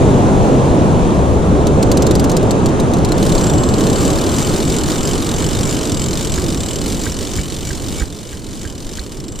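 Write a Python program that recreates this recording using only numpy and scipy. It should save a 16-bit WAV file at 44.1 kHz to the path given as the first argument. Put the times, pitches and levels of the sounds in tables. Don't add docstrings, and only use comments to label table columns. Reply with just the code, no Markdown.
import sys
import numpy as np
from scipy import signal
from scipy.fft import rfft, irfft
from scipy.io import wavfile
from scipy.ndimage import uniform_filter1d, minimum_filter1d

SR = 44100
rng = np.random.default_rng(int(sys.argv[2]) if len(sys.argv) > 2 else 0)


def gain_from_db(level_db):
    decades = np.asarray(level_db, float) / 20
    return 10 ** decades


def persist_wave(psi):
    counts = np.round(np.clip(psi, -1, 1) * 32767).astype(np.int16)
    wavfile.write(sys.argv[1], SR, np.atleast_2d(counts).T)


N = 414540

# (f/Hz, likeness 0-1)
REEL_LIKENESS = [(2000, 0.83), (4500, .9), (6000, .5), (8000, 0.04), (12000, 0.14)]
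HAND_SHADE_DB = 4


def evened(x):
    return x / np.sqrt(np.mean(x ** 2) + 1e-20)


def read(points, hz):
    f, value = np.transpose(points)
    return np.interp(np.log(hz + 1), np.log(f + 1), value)


def add(mix, s, sound):
    part = mix[..., round(s * SR):][..., :sound.shape[-1]]
    part += sound[..., :part.shape[-1]]


def ring(t, hz, db, t60):
    return gain_from_db(db - 60 * t / t60) * np.sin(2 * np.pi * hz * t)


def push(t, db, hz):
    turns = np.minimum(hz * t, 1.5)
    return -gain_from_db(db) * np.sin(2 * np.pi * turns) * np.sin(2 * np.pi * turns / 3)


def port_pair(a, b, likeness, hz):
    same = np.clip(read(likeness, hz), 0, 1)
    return np.array([a, same * a + np.sqrt(1 - same ** 2) * b])


def curve(rows, column):
    rows = np.array(rows)
    t = np.arange(N) / SR
    time_left = N / SR if rows[-1, 0] > 9.3 else rows[-1, 0] - t
    edge = np.clip(np.minimum(t - rows[0, 0], time_left) / .15, 0, 1)
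    return gain_from_db(np.interp(t, rows[:, 0], rows[:, column])) * edge


def surf():
    # (f/Hz, level/dB per Hz)
    spectrum = [(12, -38), (20, 6.5), (54, -8.5), (106, -0.5), (365, -5), (687, -12), (1040, -18),
                (1330, -25), (2000, -34.5), (3760, -36.5), (4940, -42), (6860, -37.5), (11600, -49.5),
                (12900, -57.5), (14000, -85)]
    # (f/Hz, likeness 0-1)
    surf_likeness = [(25, 0.6), (60, 0.18), (130, 0.74), (290, 0.98), (640, 0.88), (1300, 0.31),
                     (2500, 0.5), (4000, 0.67), (5500, 0.1), (8000, 0.5), (13000, 0.5)]
    # (f/Hz, phase/rad by which left leads)
    port_phase = [(400, 0), (800, 1.4), (1300, 1.6), (2000, 1.2), (2500, 0), (5000, 0), (7000, 2.)]
    # (f/Hz, left-right level/dB)
    port_balance = [(60, 2.5), (150, 2), (380, -2), (950, -1.5), (2380, 4), (5980, -0.5), (15000, 0.5)]
    # (t/s, surge level/dB, left-right level/dB)
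    surge = [(0, 1, 0), (.8, 0, -0.5), (1.2, -1, 0.5), (1.4, -2, 0.5), (1.9, -1, -1.5), (2.5, -1.5, -0.5),
             (3.1, -2.5, -1), (4.1, -3.5, -0.5), (4.6, -6, 0), (5.5, -7, -2), (5.9, -8.5, -1.5),
             (7.09, -11, -2.5), (7.9, -10.5, -3), (8.6, -11, -2.5), (9.4, -12, -3)]
    follow = [0.3, 0.98, 1.5, 1.055]
    layer_hz = [45, 130, 350, 650, 850, 1200]
    layer_index = [0, 1, 1, 2, 2, 3]
    swash_s, swash_wide_s, swash_db = 4.86, 1.82, 4

    frames, hz = N // 256 + 5, np.fft.rfftfreq(1024, 1 / SR)
    t = np.arange(frames) * 256 / SR
    patches, a, b, c, d = rng.standard_normal((frames, 513, 5)).transpose(2, 0, 1)
    patches = evened(uniform_filter1d(uniform_filter1d(patches, 14, 0), 10, 1))
    gusts = evened(uniform_filter1d(rng.standard_normal(frames), 12))[:, None]

    s, surge_db, pan_db = np.transpose(surge)
    layer = np.interp(np.log(hz + 1), np.log(layer_hz), layer_index)
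    share = np.maximum(1 - abs(layer - np.arange(4)[:, None]), 0)
    layer_db = np.outer(np.interp(t, s, surge_db), follow)
    layer_db[:, -1] += swash_db * np.exp(-((t - swash_s) / swash_wide_s) ** 2)
    swell_db = layer_db @ share

    z = port_pair(a + 1j * b, c + 1j * d, surf_likeness, hz)
    z *= gain_from_db(read(spectrum, hz) + swell_db + 0.78 * patches + gusts * (hz < 150))
    balance_db = read(port_balance, hz) + np.interp(t, s, pan_db)[:, None]
    tilt = gain_from_db(balance_db / 2) * np.exp(.5j * read(port_phase, hz))
    z *= [tilt, 1 / tilt]
    out = signal.istft(z.transpose(0, 2, 1), nperseg=1024, noverlap=768)[1][:, :N]
    return gain_from_db(-9.5) * out / np.std(out[:, :SR])


def wind():
    # (t/s, level/dB, f/Hz)
    moan = [
        (0.9, -24, 66),
        (1.2, -19.5, 67),
        (1.6, -21.5, 68.4),
        (2.1, -24.5, 69.9),
        (2.35, -30, 69.4),
    ]
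    # (t/s, level/dB, f/Hz)
    buffets = [
        (1.02, -9.5, 38),
        (3.33, -9.5, 27),
        (8.832, -12, 25),
    ]
    s, _, pitch_hz = np.transpose(moan)
    hz = np.interp(np.arange(N) / SR, s, pitch_hz)
    out = curve(moan, 1) * np.sin(2 * np.pi * np.cumsum(hz) / SR) * np.sqrt(2)
    for s, db, hz in buffets:
        add(out, s, push(np.arange(4000) / SR, db, hz))
    return out * gain_from_db([[3], [-5]])


def teeth():
    # (t/s, peak level/dB,
    # loudest ring f/Hz)
    run_teeth = [(3.293, -14, 3570), (3.3196, -12, 4040), (3.3505, -13, 4480), (3.3799, -13, 4370),
                 (3.4105, -15.5, 5890), (3.4396, -16, 4940), (3.4674, -14, 2920), (3.4974, -13.5, 5700),
                 (3.536, -16, 2960), (3.5813, -17.0, 4200), (3.6351, -14.5, 3590), (3.688, -15, 4240),
                 (3.7381, -13, 4100), (3.7817, -16, 3080), (3.807, -15, 3900), (3.8378, -14.5, 3940),
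                 (3.868, -13, 4000), (3.899, -13.5, 4080), (3.9297, -14.5, 3780), (3.9582, -14.5, 4370),
                 (3.984, -19, 4370), (4.0069, -17, 4230), (4.0286, -17, 5670), (4.0505, -14.5, 5880),
                 (4.0764, -16, 3920), (4.1026, -13.5, 3970), (4.1309, -17, 4290), (4.159, -17, 3540),
                 (4.1862, -14.5, 4100), (4.2131, -14, 3650), (4.2387, -14.5, 3490), (4.265, -14.5, 4130),
                 (4.2911, -16, 4010), (4.3157, -16.5, 3850), (4.3406, -16.0, 3660), (4.363, -16, 5890),
                 (4.384, -13, 4900), (4.4042, -18.5, 5800), (4.4245, -14.5, 3760), (4.4474, -18, 3000),
                 (4.4697, -14.5, 4660), (4.493, -15.0, 4100), (4.5164, -21, 3630), (4.5389, -14.5, 4150),
                 (4.56, -14.0, 3660), (4.58, -17.5, 5370), (4.6026, -14.5, 4210), (4.6263, -14, 3670),
                 (4.6511, -19, 3780), (4.676, -16, 3200), (4.6989, -14.5, 5060), (4.721, -16, 5680),
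                 (4.7413, -16, 3000),
                 (4.7637, -14, 3700), (4.785, -14.5, 4970), (4.8094, -15, 3050), (4.8347, -12.5, 4200),
              (4.8586, -17.0, 3630), (4.8793, -17, 5500), (4.8989, -13, 3540), (4.917, -14, 5000),
              (4.9366, -18.5, 5670), (4.9574, -15.0, 3650), (4.9807, -16.5, 3490), (5.0071, -16.5, 3270),
              (5.0304, -15, 4900), (5.0524, -16, 4900), (5.0735, -14, 5140), (5.0908, -21, 2990),
              (5.1116, -16, 2980), (5.133, -13.5, 5210), (5.1542, -16.0, 2990), (5.1787, -15, 4040),
              (5.2017, -17, 4190), (5.223, -14, 3720), (5.245, -20, 5460), (5.2657, -14.5, 4190),
              (5.2895, -13.5, 3800), (5.3132, -15, 3760), (5.3392, -14.5, 3700), (5.3626, -16, 5570),
              (5.3833, -16.5, 2950), (5.4023, -17, 3160), (5.422, -16.5, 3580), (5.442, -14.0, 3000),
              (5.4641, -15, 5230), (5.4874, -15, 5600), (5.5089, -16, 3750), (5.5301, -15, 4950),
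              (5.5496, -14, 3640), (5.5684, -16.5, 3570), (5.5882, -13.5, 3650), (5.6089, -14, 5400),
              (5.631, -13, 3180), (5.653, -15.0, 5370), (5.6732, -16, 5880), (5.6921, -16, 4950),
              (5.7097, -17, 3210), (5.7272, -19, 3010), (5.746, -18, 5160), (5.767, -14, 3050),
              (5.7887, -15.5, 4070), (5.8103, -16, 3050), (5.831, -15, 5330), (5.8529, -14, 3850),
              (5.8724, -16, 4960),
                 (5.8952, -14, 3600), (5.919, -14, 5320), (5.9444, -15.5, 3700), (5.9696, -16.5, 3520),
              (5.995, -15.5, 4940), (6.017, -15, 2980), (6.0393, -16, 3130), (6.0606, -17, 3590),
              (6.0844, -16, 5160), (6.1086, -15.0, 4130), (6.131, -14.5, 4100), (6.1539, -17.0, 4900),
              (6.173, -13, 3520), (6.1923, -19, 5500), (6.2093, -15, 3430), (6.2268, -16.5, 5550),
              (6.2476, -12.5, 3140), (6.2711, -15, 3790), (6.2962, -16.5, 3550), (6.3193, -15, 5810),
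              (6.3392, -15.5, 4920), (6.3574, -17.5, 4820), (6.3766, -17.5, 5120), (6.3967, -17.5, 4940),
              (6.4184, -14.5, 5120), (6.44, -16.5, 4230), (6.4625, -17, 3630), (6.4831, -15.5, 4970),
              (6.5027, -16, 3700), (6.5234, -17.5, 5460), (6.545, -15.5, 3730), (6.5737, -16, 5360),
              (6.6044, -14.5, 3520), (6.6327, -16.0, 3730), (6.6603, -15.5, 3780), (6.6857, -16, 3200),
              (6.7086, -15.5, 3000), (6.732, -17.0, 5030), (6.7575, -15, 3000), (6.786, -18.5, 5400),
              (6.8141, -15, 4200), (6.8394, -18.5, 3730), (6.8597, -14, 4190), (6.8807, -16, 3590),
              (6.8999, -16, 3540), (6.922, -15.0, 3270), (6.9452, -15, 3850), (6.969, -19.5, 3670),
              (6.994, -19, 3200), (7.0157, -17.5, 3760), (7.0356, -17, 5700), (7.0546, -20, 3740),
              (7.0749, -21, 3700),
                 (7.096, -18, 5040), (7.1187, -15.5, 5320), (7.1422, -17.0, 4260), (7.1665, -16.5, 2930),
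              (7.1885, -15.5, 5560), (7.209, -16, 5330), (7.2283, -17, 5350), (7.249, -17.0, 5430),
              (7.2701, -16.5, 3450), (7.2924, -21, 3640), (7.314, -17.0, 3590), (7.335, -14.5, 5890),
              (7.3543, -18, 3060), (7.3734, -17, 5070), (7.392, -21, 2950), (7.4123, -13.5, 5090),
              (7.4335, -14.5, 2940), (7.456, -16.5, 3030), (7.4794, -16, 3620), (7.5, -15.0, 4200),
              (7.5218, -13.5, 3760), (7.5429, -14.5, 3500), (7.5642, -15, 3630), (7.586, -17.5, 3470),
              (7.608, -15.5, 3640), (7.6296, -17.5, 2930), (7.6503, -15, 5780), (7.6705, -15, 5810),
              (7.689, -15.5, 5280), (7.7092, -18.0, 5200), (7.7293, -16, 4820), (7.751, -16, 5120),
              (7.7738, -15.5, 4120), (7.7979, -19, 3000), (7.8201, -17.5, 4300), (7.8413, -17, 3830),
              (7.863, -16.0, 3970), (7.8835, -14.5, 3600), (7.9036, -19, 5310), (7.9236, -16, 3750),
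              (7.9433, -20, 3000), (7.9625, -20, 5850), (7.9817, -17, 4940), (7.9978, -15, 4950),
              (8.014, -24, 4270), (8.036, -29.5, 5180), (8.0557, -16, 4940), (8.0769, -16, 3990),
              (8.1011, -16, 4190), (8.125, -14, 3630), (8.1474, -16.0, 3570), (8.1674, -19, 4100),
              (8.1878, -15, 4120),
                 (8.2088, -21, 5350), (8.2295, -18.0, 3700), (8.251, -17.5, 3230), (8.271, -18, 5070),
              (8.2908, -18, 3010), (8.3098, -20, 4960), (8.329, -16, 2920), (8.349, -21, 5000),
              (8.3703, -16, 3070), (8.3936, -19.5, 4260), (8.4195, -21.0, 4400), (8.4426, -16.5, 4020),
              (8.4652, -15.5, 3980), (8.4883, -16, 4110), (8.5096, -16.5, 3950), (8.5304, -16, 3490),
              (8.5516, -18.5, 3700), (8.5725, -18.0, 3110), (8.5929, -16.5, 4410), (8.6138, -13.5, 5610),
              (8.6326, -19, 3180), (8.6519, -17, 4480), (8.6749, -15, 3040), (8.6991, -15, 2990),
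              (8.7242, -19.5, 5890), (8.7516, -17, 4190), (8.7791, -16, 4950), (8.8026, -17, 4090),
              (8.8233, -17.5, 5890), (8.846, -17.5, 3570), (8.8672, -15, 3710), (8.8911, -14, 3750),
              (8.9132, -17, 3710), (8.9329, -15, 5060), (8.9527, -15.5, 4840), (8.9715, -13, 3180),
              (8.9925, -15, 4270), (9.0127, -23, 4390), (9.0362, -19.5, 5420), (9.0633, -17, 4270),
              (9.0933, -21.5, 4290), (9.1191, -15, 4970), (9.1445, -19, 3590), (9.17, -18.5, 5300),
              (9.2012, -16.5, 5400), (9.2398, -17.5, 4030), (9.2816, -16, 5300), (9.3209, -18.5, 5890),
              (9.3566, -18, 2930), (9.3892, -15, 5650)]
    return np.array(run_teeth)


def facing(tooth):
    facing_tooth, teeth_per_turn = 7.3, 15
    return np.cos(2 * np.pi * (tooth + 1 - facing_tooth) / teeth_per_turn)


def damped(s):
    return -4 / (1 + np.exp(-(s - 7.3) / 0.16))


def click(db, hz, spool_db, rim_db, slow, chance):
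    # (f/Hz, level/dB per Hz)
    snap_spectrum = [(1470, -11), (2700, -9), (3660, -5.5), (4310, -4.5), (6250, -5.5), (6920, -3),
                     (8600, -6.5), (11300, -11.5), (13000, -11.5), (16000, -31.5)]
    # (f/Hz, level/dB, t60/s)
    spool_rings = [(7650, -3, .06), (7250, -7, .045), (2300, -16, .04), (3050, -14, .02)]
    pawl_hz = [3000, 3620, 4180, 4950, 5350, 5800]
    t = np.arange(1536) / SR
    f = np.fft.rfftfreq(1536, 1 / SR)
    noise = chance[:3072].reshape(2, -1)
    rebound, other, size, *spots = np.tanh(chance[3072:])

    later = np.maximum(t - .005 - 0.00062 * rebound, 0)
    buzz = gain_from_db(-800 * t) * 0.69 + gain_from_db(-4000 * t) + .5 * (later > 0) * gain_from_db(-3500 * later)
    buzz *= np.minimum(t / .0007, 1) / (1 + (t / .016) ** 8)
    z = port_pair(*rfft(noise), REEL_LIKENESS, f) * gain_from_db(read(snap_spectrum, f))
    top = irfft(z * (f >= 9500)) * gain_from_db(4 * slow - 1.0 - 610 * t)
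    body = irfft(z * (f < 9500)) + top

    tooth = ring(t, hz, 1, .024) + ring(later, hz * 1.03, -3, .022)
    for spot in spots:
        spring_hz = pawl_hz[max(int(3 + 3 * spot), 2 * slow)]
        tooth = tooth + ring(t, spring_hz * (1 + .015 * rebound), -7 + 3 * size, .026)
    rim = ring(t, 6700 + 650 * other, rim_db, 0.027) * gain_from_db([[3], [-5]])
    spool = sum(ring(t, mode_hz * (1 + 0.01 * other), level_db + spool_db + 4 * size, t60)
                for mode_hz, level_db, t60 in spool_rings)
    rings = (tooth + rim + spool) * np.minimum(t / 0.00083, 1)
    return gain_from_db(db - 9.5) * (body / np.std(body) * buzz + rings)


def reel():
    # (t/s, peak level/dB, loudest ring f/Hz)
    slow_clicks = [(1.6692, -13.5, 3950), (1.8273, -10.5, 4340), (1.9156, -9, 4500), (1.9715, -10, 4680),
                   (2.0214, -11, 4900), (2.0663, -11, 3820), (2.1097, -11, 3780), (2.1526, -11.5, 4770),
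                   (2.196, -12, 4770), (2.2414, -13, 5240), (2.2957, -14, 4100), (2.3162, -16, 6600),
                   (2.3671, -11, 5000), (2.4279, -22, 3600), (2.5083, -12.5, 4270), (2.6589, -12.5, 4350),
                   (2.6869, -24, 3700), (2.7991, -15, 3750), (2.9153, -30, 5220), (2.9358, -16, 3840),
                   (2.9677, -24, 4500), (2.9847, -23.5, 4140), (3.048, -14, 4000), (3.0874, -21, 4000),
                   (3.1194, -13.5, 4120), (3.1792, -17, 4160), (3.2271, -13, 4100), (3.264, -15, 3840)]
    resting_db = -3.5
    rim_shade_db = 4
    out, fast = np.zeros((2, N)), teeth()
    rows = list(slow_clicks) + list(fast)
    seen = np.append(np.zeros(len(slow_clicks)), facing(np.arange(len(fast))))
    chances = rng.standard_normal((len(rows), 3078))
    for (s, db, hz), in_view, chance in zip(rows, seen, chances):
        slow = s < fast[0, 0]
        spool_db = resting_db * slow + HAND_SHADE_DB * in_view + damped(s)
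        add(out, s, click(db, hz, spool_db, rim_shade_db * in_view, slow, chance))
    return out


def fuzzy_tone(hz, width):
    f = np.fft.rfftfreq(N, 1 / SR)
    resonance = 1 + (2 * (f - hz) / width) ** 2
    return evened(irfft(rfft(rng.standard_normal(N)) / resonance, N))


def drag():
    # (f/Hz, level/dB per Hz)
    whirr = [(1060, -4.5), (1800, -5), (2690, -5), (3030, -2), (5150, -2.5), (6130, -3), (7560, -1),
             (9860, -4), (11300, -14), (12600, -11), (14200, -10.5), (15400, -14.5), (16000, -72)]
    # (t/s, whirr level/dB)
    drag_level = [
        (3.1, -38),
        (3.25, -35.5),
        (3.6, -39),
        (3.85, -36),
        (4.33, -36.5),
        (5.24, -40.5),
        (6.4, -42),
        (6.93, -40),
        (8.2, -39.5),
        (9.4, -40),
    ]
    # (f/Hz, width/Hz, level/dB over whirr, slope/dB per tooth/s)
    drag_rings = [(7620, 320, -2, -0.24), (2270, 41, -17.5, 1.48), (7030, 270, -21.5, 3),
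                  (2990, 110, -7, -0.02), (3700, 150, -18, 1.5)]
    f, t = np.fft.rfftfreq(N, 1 / SR), np.arange(N) / SR
    at = teeth()[:, 0]
    seen = facing(np.interp(t, at, np.arange(len(at))))
    speed = np.interp(t, at[1:], np.clip(1 / np.diff(at), 24, 54)) - 45

    grains = rng.standard_normal((2, N))
    grains = grains * gain_from_db(3.6 * evened(uniform_filter1d(rng.standard_normal(N), 60)))
    rub = irfft(port_pair(*rfft(grains), REEL_LIKENESS, f) * gain_from_db(read(whirr, f)), N)
    out = gain_from_db(8.5 + 0.33 * speed) * evened(rub)
    for hz, width, db, slope in drag_rings:
        ring_db = db + slope * speed
        if hz > 6000:
            ring_db = ring_db + HAND_SHADE_DB * seen + damped(t)
        if hz < 2500:
            ring_db = ring_db + 1.6 * HAND_SHADE_DB * seen
        out = out + gain_from_db(ring_db) * fuzzy_tone(hz, width) * gain_from_db([[2], [-2]])
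    return curve(drag_level, 1) * out


def knocks():
    # (t/s, peak level/dB, scrape t60/s)
    ticks = [
        (5.4271, -19, 0.037),
        (6.38, -18, .04),
        (7.065, -16, 0.019),
        (7.385, -18, .03),
        (7.7042, -17, .04),
        (8.0062, -20, .04),
        (8.0202, -12, .03),
        (8.328, -18.5, .08),
        (8.65, -19, 0.098),
        (8.984, -17, 0.057),
    ]
    # (t/s, level/dB, f/Hz)
    thuds = [
        (5.43, -23, 70),
        (6.38, -11, 70),
        (7.069, -12, 76),
        (7.388, -9, 80),
        (7.707, -11, 74),
        (8.013, -4, 47),
        (8.331, -13, 80),
        (8.656, -5.5, 84.5),
        (8.988, -7, 48),
    ]
    # (t/s, peak level/dB, f/Hz)
    taps = [
        (8.9928, -3, 4120),
    ]
    rebound_s, rebound_db = 0.01, -18
    out, t = np.zeros(N), np.arange(4000) / SR

    handle = ring(t, 1590, 0, .017) + ring(t, 1370, -4.5, 0.011)
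    handle = handle + ring(t, 1910, -3.5, 0.016) + ring(t, 2100, -13, 0.011)
    handle = handle * np.minimum(t / 0.0017, 1)
    bounce = gain_from_db(rebound_db) * (np.arange(4000) == round(rebound_s * SR))
    for (s, tick_db, t60), noise in zip(ticks, rng.standard_normal((len(ticks), 4000))):
        scrape = 0.064 * noise * gain_from_db(-60 * t / t60) + (t == 0) + bounce
        add(out, s, gain_from_db(tick_db + 5) * signal.oaconvolve(scrape, handle)[:4000])
    for s, db, hz in thuds:
        add(out, s, push(t, db, hz) * gain_from_db(-150 * t))
    for s, db, hz in taps:
        tap = ring(t, hz, db, 0.018) + ring(t, hz * .87, db - 7, 0.016) + ring(t, hz * 1.1, db - 5, 0.016)
        add(out, s, tap * np.minimum(t / 0.0032, 1))
    return out


def gain_control():
    # (t/s, level/dB)
    gain_steps = [
        (7.09, -2),
        (7.41, -2.5),
        (8.043, -6.5),
    ]
    regain_db_per_s = 0.72
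    t = np.arange(N) / SR
    return gain_from_db(sum((t > s) * np.minimum(db + regain_db_per_s * (t - s), 0) for s, db in gain_steps))


def thinned(x, floor_db):
    # (f/Hz, level/dB)
    side_needs = [(2000, -30), (2800, -5), (4200, -2), (5800, -5), (6500, -14), (9500, -12), (11300, -1),
                  (14000, 4)]
    f, t, z = signal.stft(np.array([x[0] + x[1], x[0] - x[1]]) / 2, SR, nperseg=1024)
    power = (abs(z[:, :512]) ** 2).reshape(2, 64, 8, -1).mean(2)
    mid_db, side_db = 10 * np.log10(power + 1e-20)
    waver = uniform_filter1d(rng.standard_normal((66, len(t))), size=5, axis=1)
    hz = f[4:512:8, None]

    masked_db = floor_db + .3 * uniform_filter1d(mid_db[0], size=20)
    heard = (mid_db > masked_db + 7 * waver[:64] + 5 * waver[64]) | (hz < 9800)
    heard &= (hz < 15500 + 1300 * waver[64]) | (mid_db > masked_db + 22)
    peak_db = -minimum_filter1d(-mid_db, size=5, axis=1)
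    heard &= (mid_db > peak_db - 13 + 5 * waver[:64]) | (hz < 9300)
    wide = side_db - mid_db > read(side_needs, hz) + 4 * waver[:64] + 7 * waver[65]
    z[:, :512] *= np.repeat([heard, heard & wide], 8, axis=1)
    mid, side = signal.istft(z, SR, nperseg=1024)[1][:, :N]
    return np.array([mid + side, mid - side])


def scene():
    return surf() + wind() + reel() + drag() + knocks() * gain_from_db([[-5], [2]])


def low_pass(x):
    return signal.sosfilt(signal.butter(12, 16320, fs=SR, output="sos"), x)


def record(dry):
    f = np.fft.rfftfreq(N, 1 / SR)
    limited = 1.35 * np.tanh(dry * gain_control() / 1.26)
    port_dip_db = -12 / (1 + ((f - 11300) / 250) ** 2)
    ported = irfft(rfft(limited) * gain_from_db(port_dip_db), N)
    mix = np.clip(thinned(ported, floor_db=-76), -1, 1)
    return low_pass(mix)


dry = scene()
out = record(dry)
persist_wave(out)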